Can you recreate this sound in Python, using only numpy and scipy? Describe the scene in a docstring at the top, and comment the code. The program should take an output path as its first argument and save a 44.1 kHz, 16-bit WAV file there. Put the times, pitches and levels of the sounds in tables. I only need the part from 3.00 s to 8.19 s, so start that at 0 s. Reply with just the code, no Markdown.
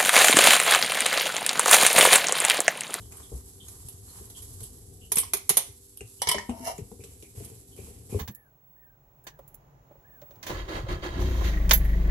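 """Sugar is heard first: hissing noise and random grains, as it is tipped from a small steel bowl into flour.
A wire whisk raps the steel bowl, among ticks and a few duller knocks: chattering contacts excite modes.
That bowl lands with a clatter and is pushed aside, its base groaning by stick-slip.
Then the whisk stirs the mix; a plastic mixing bowl bumps softly on the worktop throughout, as damped modes.
Faint squeaks are narrow noise bands; behind all lie dense reflections, low rumble, a fridge hum and room noise."""
import sys
import numpy as np
from scipy import signal
from scipy.fft import rfft, irfft
from scipy.io import wavfile
from scipy.ndimage import uniform_filter1d

SR = 44100
rng = np.random.default_rng(int(sys.argv[2]) if len(sys.argv) > 2 else 0)


def waveform_to_disk(signal):
    """Save audio, clipped to [-1, 1], as 16-bit WAV at the path in sys.argv[1]."""
    frames = np.transpose(np.atleast_2d(signal))
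    scaled = np.clip(frames, -1, 1) * 32767
    samples = np.round(scaled).astype(np.int16)
    wavfile.write(sys.argv[1], SR, samples)


N = 228948
T = np.arange(N) / SR
RING_T = T[:SR // 2]   # time since a contact [s]


def from_db(db):
    """Logarithmic level: decibels become an amplitude ratio."""
    return 10 ** (np.asarray(db) / 20)


def rms_one(x):
    """Normalisation: scale to unit root-mean-square amplitude."""
    return x / np.sqrt(np.mean(x ** 2) + 1e-20)


def gains(rows, outside=None):
    """Amplitude envelope: one gain curve for each level column, linear in dB between the points."""
    times, *columns = np.transpose(rows)
    return [from_db(np.interp(T, times, levels, outside, outside)) for levels in columns]


def swells(spans, attack_s, release_s):
    """Power addition: overlapping spans rise and die away exponentially, and their powers add."""
    power = 0
    for s, length_s, db in spans:
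        rise = 1 - np.exp(-np.maximum(T - s, 0) / attack_s)
        fall = np.exp(-np.maximum(T - s - length_s, 0) / release_s)
        power = power + (from_db(db) * rise * fall) ** 2
    return np.sqrt(power)


def colour(x, points):
    """Spectral shaping: gain interpolated in dB over log frequency."""
    hz, db = np.transpose(points)
    f = np.maximum(np.fft.rfftfreq(x.shape[-1], 1 / SR), 1)
    gain = from_db(np.interp(np.log(f), np.log(hz), db))
    return irfft(rfft(x) * gain, x.shape[-1])


def band(x, low, high):
    """Causal band-pass filtering."""
    return signal.sosfilt(signal.butter(2, [low, high], "band", fs=SR, output="sos"), x)


def two_ports(x, apart_hz=560):
    """Spatial coherence: two unrelated signals become a stereo pair that is alike in the bass only."""
    high_pass = signal.butter(2, apart_hz, "high", fs=SR, output="sos")
    side = signal.sosfilt(high_pass, x[1]) + from_db(-50) * x[1]
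    return np.array([x[0] + side, x[0] - side])


def noise(points, size=N):
    """Broadband randomness: coloured stereo noise of unit rms."""
    return rms_one(colour(two_ports(rng.standard_normal((2, size))), points))


def unsteadiness(window, size=N):
    """Slow random fluctuation: noise averaged over a window [samples], unit rms."""
    return rms_one(uniform_filter1d(rng.standard_normal(size), size=window))


def grains(per_s, spread_db):
    """Shot noise: tiny random impacts of uneven size, unit rms."""
    hits = rng.random(N) < per_s / SR
    sizes = hits * from_db(spread_db * np.minimum(rng.exponential(1, N), 4))
    return rms_one(two_ports(sizes * rng.standard_normal((2, N))))


def ringing(modes, apart_hz=900, uneven_db=3.0, split=0.0016):
    """Modal superposition: decaying sines, each touch with random strengths and slight detuning."""
    out = 0
    for hz, db, t60 in modes:
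        # high modes reach the two microphones out of step
        skew = rng.choice([-1, 1]) * rng.uniform(0.077, 1) * min(hz / apart_hz, 1) ** 2
        detuned_hz = hz * (1 + split * rng.normal())
        phase = 2 * np.pi * detuned_hz * RING_T + rng.integers(2) * np.pi
        decay = from_db(db + uneven_db * rng.normal() - 60 * RING_T / t60)
        out = out + np.sin(phase + skew * np.array([[1], [-1]])) * decay
    return rms_one(out)


def body(modes, points, crack_t60, ring_db):
    """Modal density: a crowd of short-lived modes merges into decaying noise, while a few ring on."""
    crack = noise(points, size=len(RING_T)) * from_db(-60 * RING_T / crack_t60)
    return rms_one(crack) + from_db(ring_db) * ringing(modes)


def add(out, s, sound):
    """Linear superposition: mix a sound in at a given time."""
    start = max(round(s * SR), 0)
    out[:, start:start + sound.shape[1]] += sound[:, :N - start]


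def voiced(sound, bands, levels_db, attack_s):
    """Contact excitation: where and how hard a blow lands sets each register's strength in its attack."""
    out = 0
    for (low, high), db in zip(bands, levels_db):
        register = band(sound, low, high)
        out = out + from_db(db) * register / np.std(register[:, :int(attack_s * SR)])
    return out


# registers of a metal contact, as treble, low, body, upper middle: (lower edge [Hz], upper edge [Hz])
STEEL_BANDS = [(7000, 15000), (130, 600), (600, 2500), (2500, 7000)]


def clinks(rows, modes, points, crack_t60, ring_db, low_db, upper_db, chatter_db, contact_s,
           ping_db=0, ping_t60=None):
    """Repeated-contact excitation: metal touches chatter for a few milliseconds; some favour one mode."""
    out = np.zeros((2, N))
    for s, treble_db, body_db, *ping_hz in rows:
        sound = body(modes, points, crack_t60, ring_db)
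        for hz in ping_hz:
            sound = sound + from_db(ping_db) * ringing([(hz, 0, ping_t60)])
        rebounds = unsteadiness(50, len(RING_T)) * np.exp(-RING_T / 0.014)
        contact = (1 - np.exp(-RING_T / contact_s)) * from_db(chatter_db * rebounds)
        # lows follow the body; the upper middle lies between body and treble
        levels_db = [treble_db, body_db + low_db, body_db, (treble_db + body_db) / 2 + upper_db]
        add(out, s, voiced(sound * contact, STEEL_BANDS, levels_db, attack_s=0.0076))
    return out


# sugar slides off the steel, past the wires and down the heap in small falls:
# (time [s], length [s], relative hiss level [dB], relative crunch level [dB])
FALLS = [(0.105, 0.092, -57.5, -63), (0.29, 0.083, -56.5, -69.5), (0.659, 0.2, -55.5, -69),
         (1.057, 0.2, -55.5, -66), (1.352, 0.32, -54.5, -72), (2.816, 0.031, -58.5, -97),
         (3.068, 0.32, -57, -80)]
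# spectrum of the sugar hiss and of single crystals: (frequency [Hz], relative level [dB])
HISS_COLOUR = [(2060, -33), (3500, -8.5), (5470, -3.5), (6790, -1), (7790, 6.5), (8490, 1), (11500, 6),
               (12100, 0), (12700, -6), (13300, -36), (13700, -38)]
# spectrum of crunching lumps: (frequency [Hz], relative level [dB])
CRUNCH_COLOUR = [(320, -35), (550, -1.5), (1070, 6.5), (1470, -2), (2360, -6.5), (2650, -9.5), (3190, -3),
                 (3500, -29), (4550, -16), (7700, -120)]
FALL_ATTACK_S, FALL_RELEASE_S = 0.0067, 0.064   # time constants
# a thin trickle while the steel bowl is tipped; all levels here are relative
TRICKLE_UNTIL_S, TRICKLE_HISS_DB, TRICKLE_CRUNCH_DB = 1.8, -56, -74.5
REST_HISS_DB, REST_CRUNCH_DB = -59.5, -81       # faint floor that never stops
STIR_HISS_DB, STIR_CRUNCH_DB = -54, -68.5       # at 0 dB effort
FLOW_FLICKER_DB, FLOW_FLICKER_S = 1.4, 0.027    # rms unevenness, averaging window


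def sugar(effort):
    """Granular flow: fine powder hisses, crystals prickle and lumps crunch, in trickle, falls and stirs."""
    tipped = np.exp(-np.maximum(T - TRICKLE_UNTIL_S, 0) / FALL_RELEASE_S)
    trickle_hiss = from_db(REST_HISS_DB + (TRICKLE_HISS_DB - REST_HISS_DB) * tipped)
    trickle_crunch = from_db(REST_CRUNCH_DB + (TRICKLE_CRUNCH_DB - REST_CRUNCH_DB) * tipped)
    hiss_spans = [(s, length_s, db) for s, length_s, db, _ in FALLS]
    crunch_spans = [(s, length_s, db) for s, length_s, _, db in FALLS]
    fall_hiss = swells(hiss_spans, FALL_ATTACK_S, FALL_RELEASE_S)
    fall_crunch = swells(crunch_spans, FALL_ATTACK_S, FALL_RELEASE_S)
    # powers of trickle, falls and stirs add
    hiss = np.linalg.norm([trickle_hiss, fall_hiss, from_db(STIR_HISS_DB) * effort], axis=0)
    crunch = np.linalg.norm([trickle_crunch, fall_crunch, from_db(STIR_CRUNCH_DB) * effort], axis=0)
    flow = from_db(FLOW_FLICKER_DB * unsteadiness(int(FLOW_FLICKER_S * SR)))
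    crystals = rms_one(colour(grains(per_s=700, spread_db=3), HISS_COLOUR))
    lumps = rms_one(colour(grains(per_s=2500, spread_db=3), CRUNCH_COLOUR))
    powder = from_db(2.24) * noise(HISS_COLOUR) + from_db(-6) * crystals
    return flow * (hiss * powder + from_db(2.0) * crunch * lumps)


# whisk raps on the steel bowl: (time [s], treble level [dB], body level [dB])
RAPS = [(2.1182, -15, -27), (2.156, -17.5, -38), (2.1692, -18, -25), (2.1824, -12.5, -32.5),
        (2.1994, -21, -47), (2.212, -31, -64), (2.3345, -13, -23), (2.3684, -28, -42.5),
        (2.4925, -9.5, -22.5), (2.4985, -16, -24.5), (2.5695, -7.5, -23), (2.5745, -18, -25.5)]
# modes of the whisk wires: (frequency [Hz], relative level [dB], t60 [s])
WIRE_MODES = [(2030, -12, .22), (6299, -8, .22), (8038, -5, .18), (8374, -7, .16), (8630, -7, .16),
              (8813, -6, .16), (8968, -4, .16), (9345, -1, .2), (9822, -4, .18), (10073, -4, .16),
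              (10297, 0, .18), (10824, 1, .2), (11105, 0, .18), (11320, -2, .16), (11510, -1, .2),
              (11645, -3, .16), (12000, -4, .16)]
# spectrum of a wire contact's short-lived modes: (frequency [Hz], relative level [dB])
RAP_COLOUR = [(130, -12), (320, -13), (435, 5.5), (580, -11.5), (1100, -17), (1650, -26.5), (2150, -13.5),
              (2800, -5.5), (4800, -15), (7000, -4.5), (8300, 8.5), (11200, 3.5), (12400, -1.5),
              (13700, -42)]


def whisk_raps():
    """Impact excitation: the wires chatter against the hand-held steel bowl and ring in their own modes."""
    return clinks(RAPS, WIRE_MODES, RAP_COLOUR, crack_t60=0.069, ring_db=-20.5, low_db=-7, upper_db=2.5,
                  chatter_db=1.0, contact_s=0.00049)


# the steel bowl knocks the rim once, later lands and rocks on its base:
# (time [s], relative treble level [dB], relative body level [dB], ping [Hz])
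LANDINGS = [(2.2327, -44.5, -37.5, 1063), (3.2176, -20, -24.5, 5950), (3.2715, -26.5, -20, 2230),
            (3.2875, -15, -25, 5360), (3.2915, -32, -22, 5080), (3.3135, -18, -21.5, 2993),
            (3.3444, -46, -23.5, 601), (3.3824, -45, -27, 1850)]
# modes of the steel bowl: (frequency [Hz], relative level [dB], t60 [s])
STEEL_MODES = [(436, -6, .35), (757, -5, .16), (930, -4, .14), (954, -3, .28), (1026, -4, .2),
               (1308, -15, .3), (1840, -6, .16), (1937, -3, .18), (2074, -3, .18), (2136, -3, .18),
               (2187, -2, .28), (3012, 1, .13), (3079, 1, .12), (3124, -1, .12), (3418, -8, .15),
               (4021, -3, .1), (4170, -6, .1), (4823, -7, .12), (5148, 1, .1), (5295, 0, .13),
               (5615, -4, .12), (5850, 0, .08), (7600, -1, .08)]
# spectrum of a landing's short-lived modes: (frequency [Hz], relative level [dB])
LANDING_COLOUR = [(76, -29.5), (130, 7.5), (325, -31), (427, 10.5), (845, -4.5), (987, 2.5), (1490, -22.5),
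                  (2150, 4.5), (2570, -10), (3060, 3.5), (3720, -8), (5180, -1.5), (11300, -4),
                  (12700, -16), (13700, -71)]


def bowl_landing():
    """Free vibration: knocked or let go, the steel bowl rings with its own modes."""
    clatter = clinks(LANDINGS, STEEL_MODES, LANDING_COLOUR, crack_t60=0.065, ring_db=-8.0, low_db=-9.5,
                     upper_db=3, chatter_db=1.0, contact_s=0.00053, ping_db=-6, ping_t60=0.048)
    return from_db(-1.5) * clatter


# the steel bowl slides over the worktop: (time [s], relative base level [dB], relative rasp level [dB])
SLIDE = [(3.51, -44, -62), (3.56, -52.5, -62), (3.62, -52.5, -58), (3.655, -47, -43.5), (3.676, -32.5, -38),
         (3.718, -42, -47.5), (3.77, -67, -84)]
# its base sticks and slips, faster as it goes: (time [s], mean slip rate [1/s])
JUDDER = [(3.56, 660), (3.68, 670), (3.76, 740)]
# modes of the juddering steel base: (frequency [Hz], relative level [dB], t60 [s])
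GROAN_MODES = [(670, -1, 0.052), (753, 2, 0.05), (913, -5, 0.084)]
# spectrum of grit rasping under the base: (frequency [Hz], relative level [dB])
RASP_COLOUR = [(880, -54), (1500, -27.5), (1720, -1), (2340, -2), (2520, -37), (2760, 3.5), (3520, -38),
               (3650, -10.5), (4860, -7), (5330, 2.5), (8020, -11), (11000, 1), (12400, -7), (13300, -32),
               (13700, -72)]


def bowl_slide(rough=0.076):
    """Stick-slip friction: nearly regular slips make the base groan, while grit rasps on the shell."""
    base, rasp = gains(SLIDE, outside=-120)
    slip_rate = np.interp(T, *np.transpose(JUDDER)) * (1 + rough * unsteadiness(60))
    turns = np.cumsum(slip_rate) / SR
    slips = rms_one(np.diff(np.floor(turns), prepend=0))   # one impulse a slip
    grit = grains(per_s=3600, spread_db=1.5)
    drive = from_db(-6) * slips + grit
    groan = signal.fftconvolve(drive, ringing(GROAN_MODES), axes=1)[:, :N]
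    shell = signal.fftconvolve(grit, ringing(STEEL_MODES), axes=1)[:, :N]
    scratch = rms_one(colour(grit, RASP_COLOUR)) + from_db(-12.5) * rms_one(shell)
    return from_db(2.5) * base * rms_one(groan) + from_db(3.5) * rasp * scratch


# the mixing bowl bumps on the worktop:
# (time [s], relative thud level [dB], relative wall level [dB], pitch [Hz])
BUMPS = [(0.318, -27.5, -36, 64), (0.344, -35, -47, 65.4), (0.847, -39.5, -63, 93), (0.934, -41.5, -66, 93),
         (1.209, -39.5, -43, 75.4), (1.508, -37.5, -57, 89), (1.613, -32, -39.5, 113),
         (2.681, -40, -53, 92.3), (3.008, -38, -41.5, 111), (3.269, -34.5, -60, 97),
         (3.35, -34, -30.5, 119), (3.49, -28.5, -22.5, 237), (3.6, -64, -38, 251), (3.786, -35, -30.5, 144),
         (3.812, -30.5, -44, 117.5), (3.915, -40.5, -38.5, 89), (3.993, -37, -41, 126),
         (4.227, -54, -46, 123), (4.372, -29.5, -40.5, 101), (4.401, -56, -38.5, 72),
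         (4.516, -34.5, -39.5, 115), (4.786, -35.5, -41, 79), (5.125, -24.5, -25.5, 155),
         (5.139, -17.5, -25, 96.7)]
# modes of the plastic mixing bowl: (frequency [Hz], relative level [dB], t60 [s])
PLASTIC_MODES = [(77.2, 5, 0.071), (117.5, 3, 0.22), (208.6, -9.5, 0.23), (288.7, -14.5, 0.21),
                 (401.3, -6.5, 0.14), (445.5, -1.5, 0.064), (686, -16.5, 0.16), (758, -7.5, 0.1)]
# spectrum of a bump's short-lived modes: (frequency [Hz], relative level [dB])
BUMP_COLOUR = [(21, -35), (35, -16), (91, 8.5), (171, -8.5), (376, -12.5), (476, -6.5), (566, -20.5),
               (763, -16), (1500, -36), (1950, -65), (3300, -120)]
# registers of the plastic, as thud, wall, knock: (lower edge [Hz], upper edge [Hz])
PLASTIC_BANDS = [(35, 160), (160, 550), (550, 1200)]
BUMP_T60_S, KNOCK_BELOW_WALL_DB = 0.17, 21   # the same for every bump


def bowl_bumps(contact_s=0.00086):
    """Cushioned impact: soft blows of the plastic bowl, each favouring one mode by where it lands."""
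    out = np.zeros((2, N))
    for s, thud_db, wall_db, hz in BUMPS:
        sound = body(PLASTIC_MODES, BUMP_COLOUR, crack_t60=0.15, ring_db=3)
        sound = sound + from_db(5.5) * ringing([(hz, 0, BUMP_T60_S)])
        cushioned = sound * (1 - np.exp(-(RING_T / contact_s) ** 2))
        levels_db = [thud_db, wall_db, wall_db - KNOCK_BELOW_WALL_DB]
        add(out, s, voiced(cushioned, PLASTIC_BANDS, levels_db, attack_s=0.034))
    return from_db(-6.0) * out


# turns of the whisk through the mix: (time [s], length [s], effort level [dB])
STIRS = [(4.03, 0.057, -5), (4.35, 0.095, -0.5), (4.76, 0.14, -3.5), (5.09, 0.12, 2)]


def whisk_effort():
    """Common excitation: one effort envelope drives sugar, wires and bowl on each turn of the whisk."""
    return swells(STIRS, attack_s=0.0054, release_s=0.1)


# spectrum of the mixing bowl's low murmur: (frequency [Hz], relative level [dB])
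RUMBLE_COLOUR = [(15, -25), (25, -8), (60, -2), (107, 1), (123, -11), (151, -14), (188, -11.5),
                 (217, -24.5), (247, -13), (321, -21), (387, -17), (448, -18), (549, -36.5), (800, -28.5),
                 (1040, -105), (1760, -120)]
STIR_RUB_DB, STIR_WALL_DB, STIR_SHUDDER_DB = -64, -52.5, -49.5   # at 0 dB effort


def whisk_on_plastic(effort):
    """Friction excitation: wires rub along the wall, crumbs patter on it and the whole bowl shudders."""
    rub = rms_one(band(grains(per_s=2000, spread_db=1.0), 1900, 3300))
    crumbs = colour(grains(per_s=200, spread_db=1.0), BUMP_COLOUR)
    patter = rms_one(band(crumbs, *PLASTIC_BANDS[1]))
    shudder = noise(RUMBLE_COLOUR)
    touches = from_db(STIR_RUB_DB) * rub + from_db(STIR_WALL_DB) * patter
    return effort * (touches + from_db(STIR_SHUDDER_DB) * shudder)


# light ticks of wires and lumps, and a few duller, harder knocks:
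# (time [s], relative treble level [dB], relative body level [dB], ping [Hz])
TICKS_AND_KNOCKS = [(0.1195, -42, -46, 7550), (0.169, -40, -66, 9260), (0.2, -58, -47.5, 1060),
                    (0.682, -36.5, -48, 6580), (0.8849, -32.5, -52, 10060), (1.3005, -39, -51.5, 11700),
                    (1.4208, -36, -50.5, 7300), (1.6038, -37.5, -49, 10400), (1.6312, -34.5, -56, 9360),
                    (2.9714, -36.5, -58, 11560), (3.0066, -51.5, -37, 2783), (3.4935, -77, -30.5, 770),
                    (3.7793, -42.5, -45.5, 7000), (3.9155, -68, -48, 750), (4.0377, -41.5, -42, 2630),
                    (4.2233, -43.5, -48, 2360), (4.4472, -36.5, -53.5, 9020)]


def ticks_and_knocks():
    """Selective modal excitation: light ticks and a few duller, harder knocks, each with one short ping."""
    contacts = clinks(TICKS_AND_KNOCKS, WIRE_MODES, RAP_COLOUR, crack_t60=0.1, ring_db=-19, low_db=-5.5,
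                      upper_db=4, chatter_db=3.0, contact_s=0.00053, ping_db=-9.0, ping_t60=0.035)
    return from_db(-2) * contacts


# faint short squeaks: (time [s], relative level [dB], centre frequency [Hz])
SQUEAKS = [(0.01, -63.5, 3200), (0.223, -59.5, 3430), (0.599, -52.5, 3310), (1.082, -60, 4220),
           (1.345, -53, 3210), (2.01, -59, 2950), (3.19, -56.5, 2980), (4.0, -61, 2450),
           (4.23, -62.5, 2340), (4.715, -64, 3150), (4.77, -60.5, 2430), (5.11, -56.5, 2400)]


def squeaks():
    """Narrow-band noise: each squeak starts quickly and fades as a Gaussian."""
    out = np.zeros((2, N))
    swell = (1 - np.exp(-RING_T / 0.0044)) * np.exp(-(RING_T / 0.054) ** 2)
    for s, db, hz in SQUEAKS:
        rub = band(rng.standard_normal((2, len(RING_T))), hz - 200, hz + 200)
        add(out, s, from_db(db) * swell * rms_one(rub))
    return from_db(0.5) * out


# the room's share of each frequency: (frequency [Hz], level [dB])
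ROOM_COLOUR = [(60, -17.5), (300, -5.5), (1000, -9), (3000, -4), (6000, -8.5), (11000, -15)]


def kitchen(x, t60=0.31, build_s=0.0009):
    """Diffuse reverberation: dense reflections from near walls and cupboards decay exponentially."""
    tail = two_ports(rng.standard_normal((2, len(RING_T))))
    tail = colour(tail, ROOM_COLOUR) / np.std(tail)
    fade = from_db(-60 * RING_T / t60) * (1 - np.exp(-RING_T / build_s))
    return signal.fftconvolve(x, tail * fade / np.linalg.norm(fade), axes=1)[:, :N]


# the mixing bowl rumbles under the hands: (time [s], relative level [dB])
HANDLING = [(0.0, -48.5), (0.29, -53.5), (1.6, -52), (1.94, -50.5), (2.96, -62.5), (3.48, -54),
            (4.45, -56.5), (5.19, -50)]
# a fridge motor hums nearby: (frequency [Hz], relative level [dB])
HUM = [(98.2, -82), (245.5, -67.5), (294.6, -67.5), (393, -61.5), (491.2, -69.5)]


def rumble():
    """Stationary background: a steady harmonic hum and faint room noise under the handled bowl's murmur."""
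    level, = gains(HANDLING)
    hum = 0
    for hz, db in HUM:
        hum = hum + from_db(db) * np.sqrt(2) * np.sin(2 * np.pi * (hz * T + rng.random()))
    air = from_db(-74.5) * noise([(500, -23), (1500, 1.5), (4000, 0), (10000, -7)])
    return from_db(2.0) * level * noise(RUMBLE_COLOUR) + from_db(-6) * hum + air


def scene():
    """Superposition of direct sound, its reverberation and the background."""
    effort = whisk_effort()
    blows = whisk_raps() + bowl_landing() + ticks_and_knocks() + bowl_bumps()
    direct = blows + bowl_slide() + sugar(effort) + whisk_on_plastic(effort) + squeaks()
    return direct + kitchen(direct) + rumble()


# how much the two microphones differ: (frequency [Hz], gain of the side signal [dB])
PORT_SPREAD = [(100, 4), (280, -3.5), (550, -1), (1000, 1.5), (2200, 0), (8000, 0), (12000, 0.5)]
# balance of the two microphones: (frequency [Hz], left minus right [dB])
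PORT_BALANCE = [(60, 1.5), (250, 5), (600, 7), (1200, -1), (3000, -0.5), (5000, -1.5), (8500, -2.5),
                (12000, -6)]


def record(dry):
    """Band-limited, saturating reception: left fuller, right brighter, peaks rounded, deep bass and top cut."""
    mid = (dry[0] + dry[1]) / 2
    side = colour((dry[0] - dry[1]) / 2, PORT_SPREAD)
    left = colour(mid + side, [(hz, db / 2) for hz, db in PORT_BALANCE])
    right = colour(mid - side, [(hz, -db / 2) for hz, db in PORT_BALANCE])
    high_pass = signal.butter(3, 44, "high", fs=SR, output="sos")
    thinned = signal.sosfilt(high_pass, [left, right])
    rounded = .85 * np.tanh(thinned / .85)
    low_pass = signal.butter(20, 13000, fs=SR, output="sos")
    return signal.sosfilt(low_pass, rounded)


dry = scene()
out = record(dry)
waveform_to_disk(out)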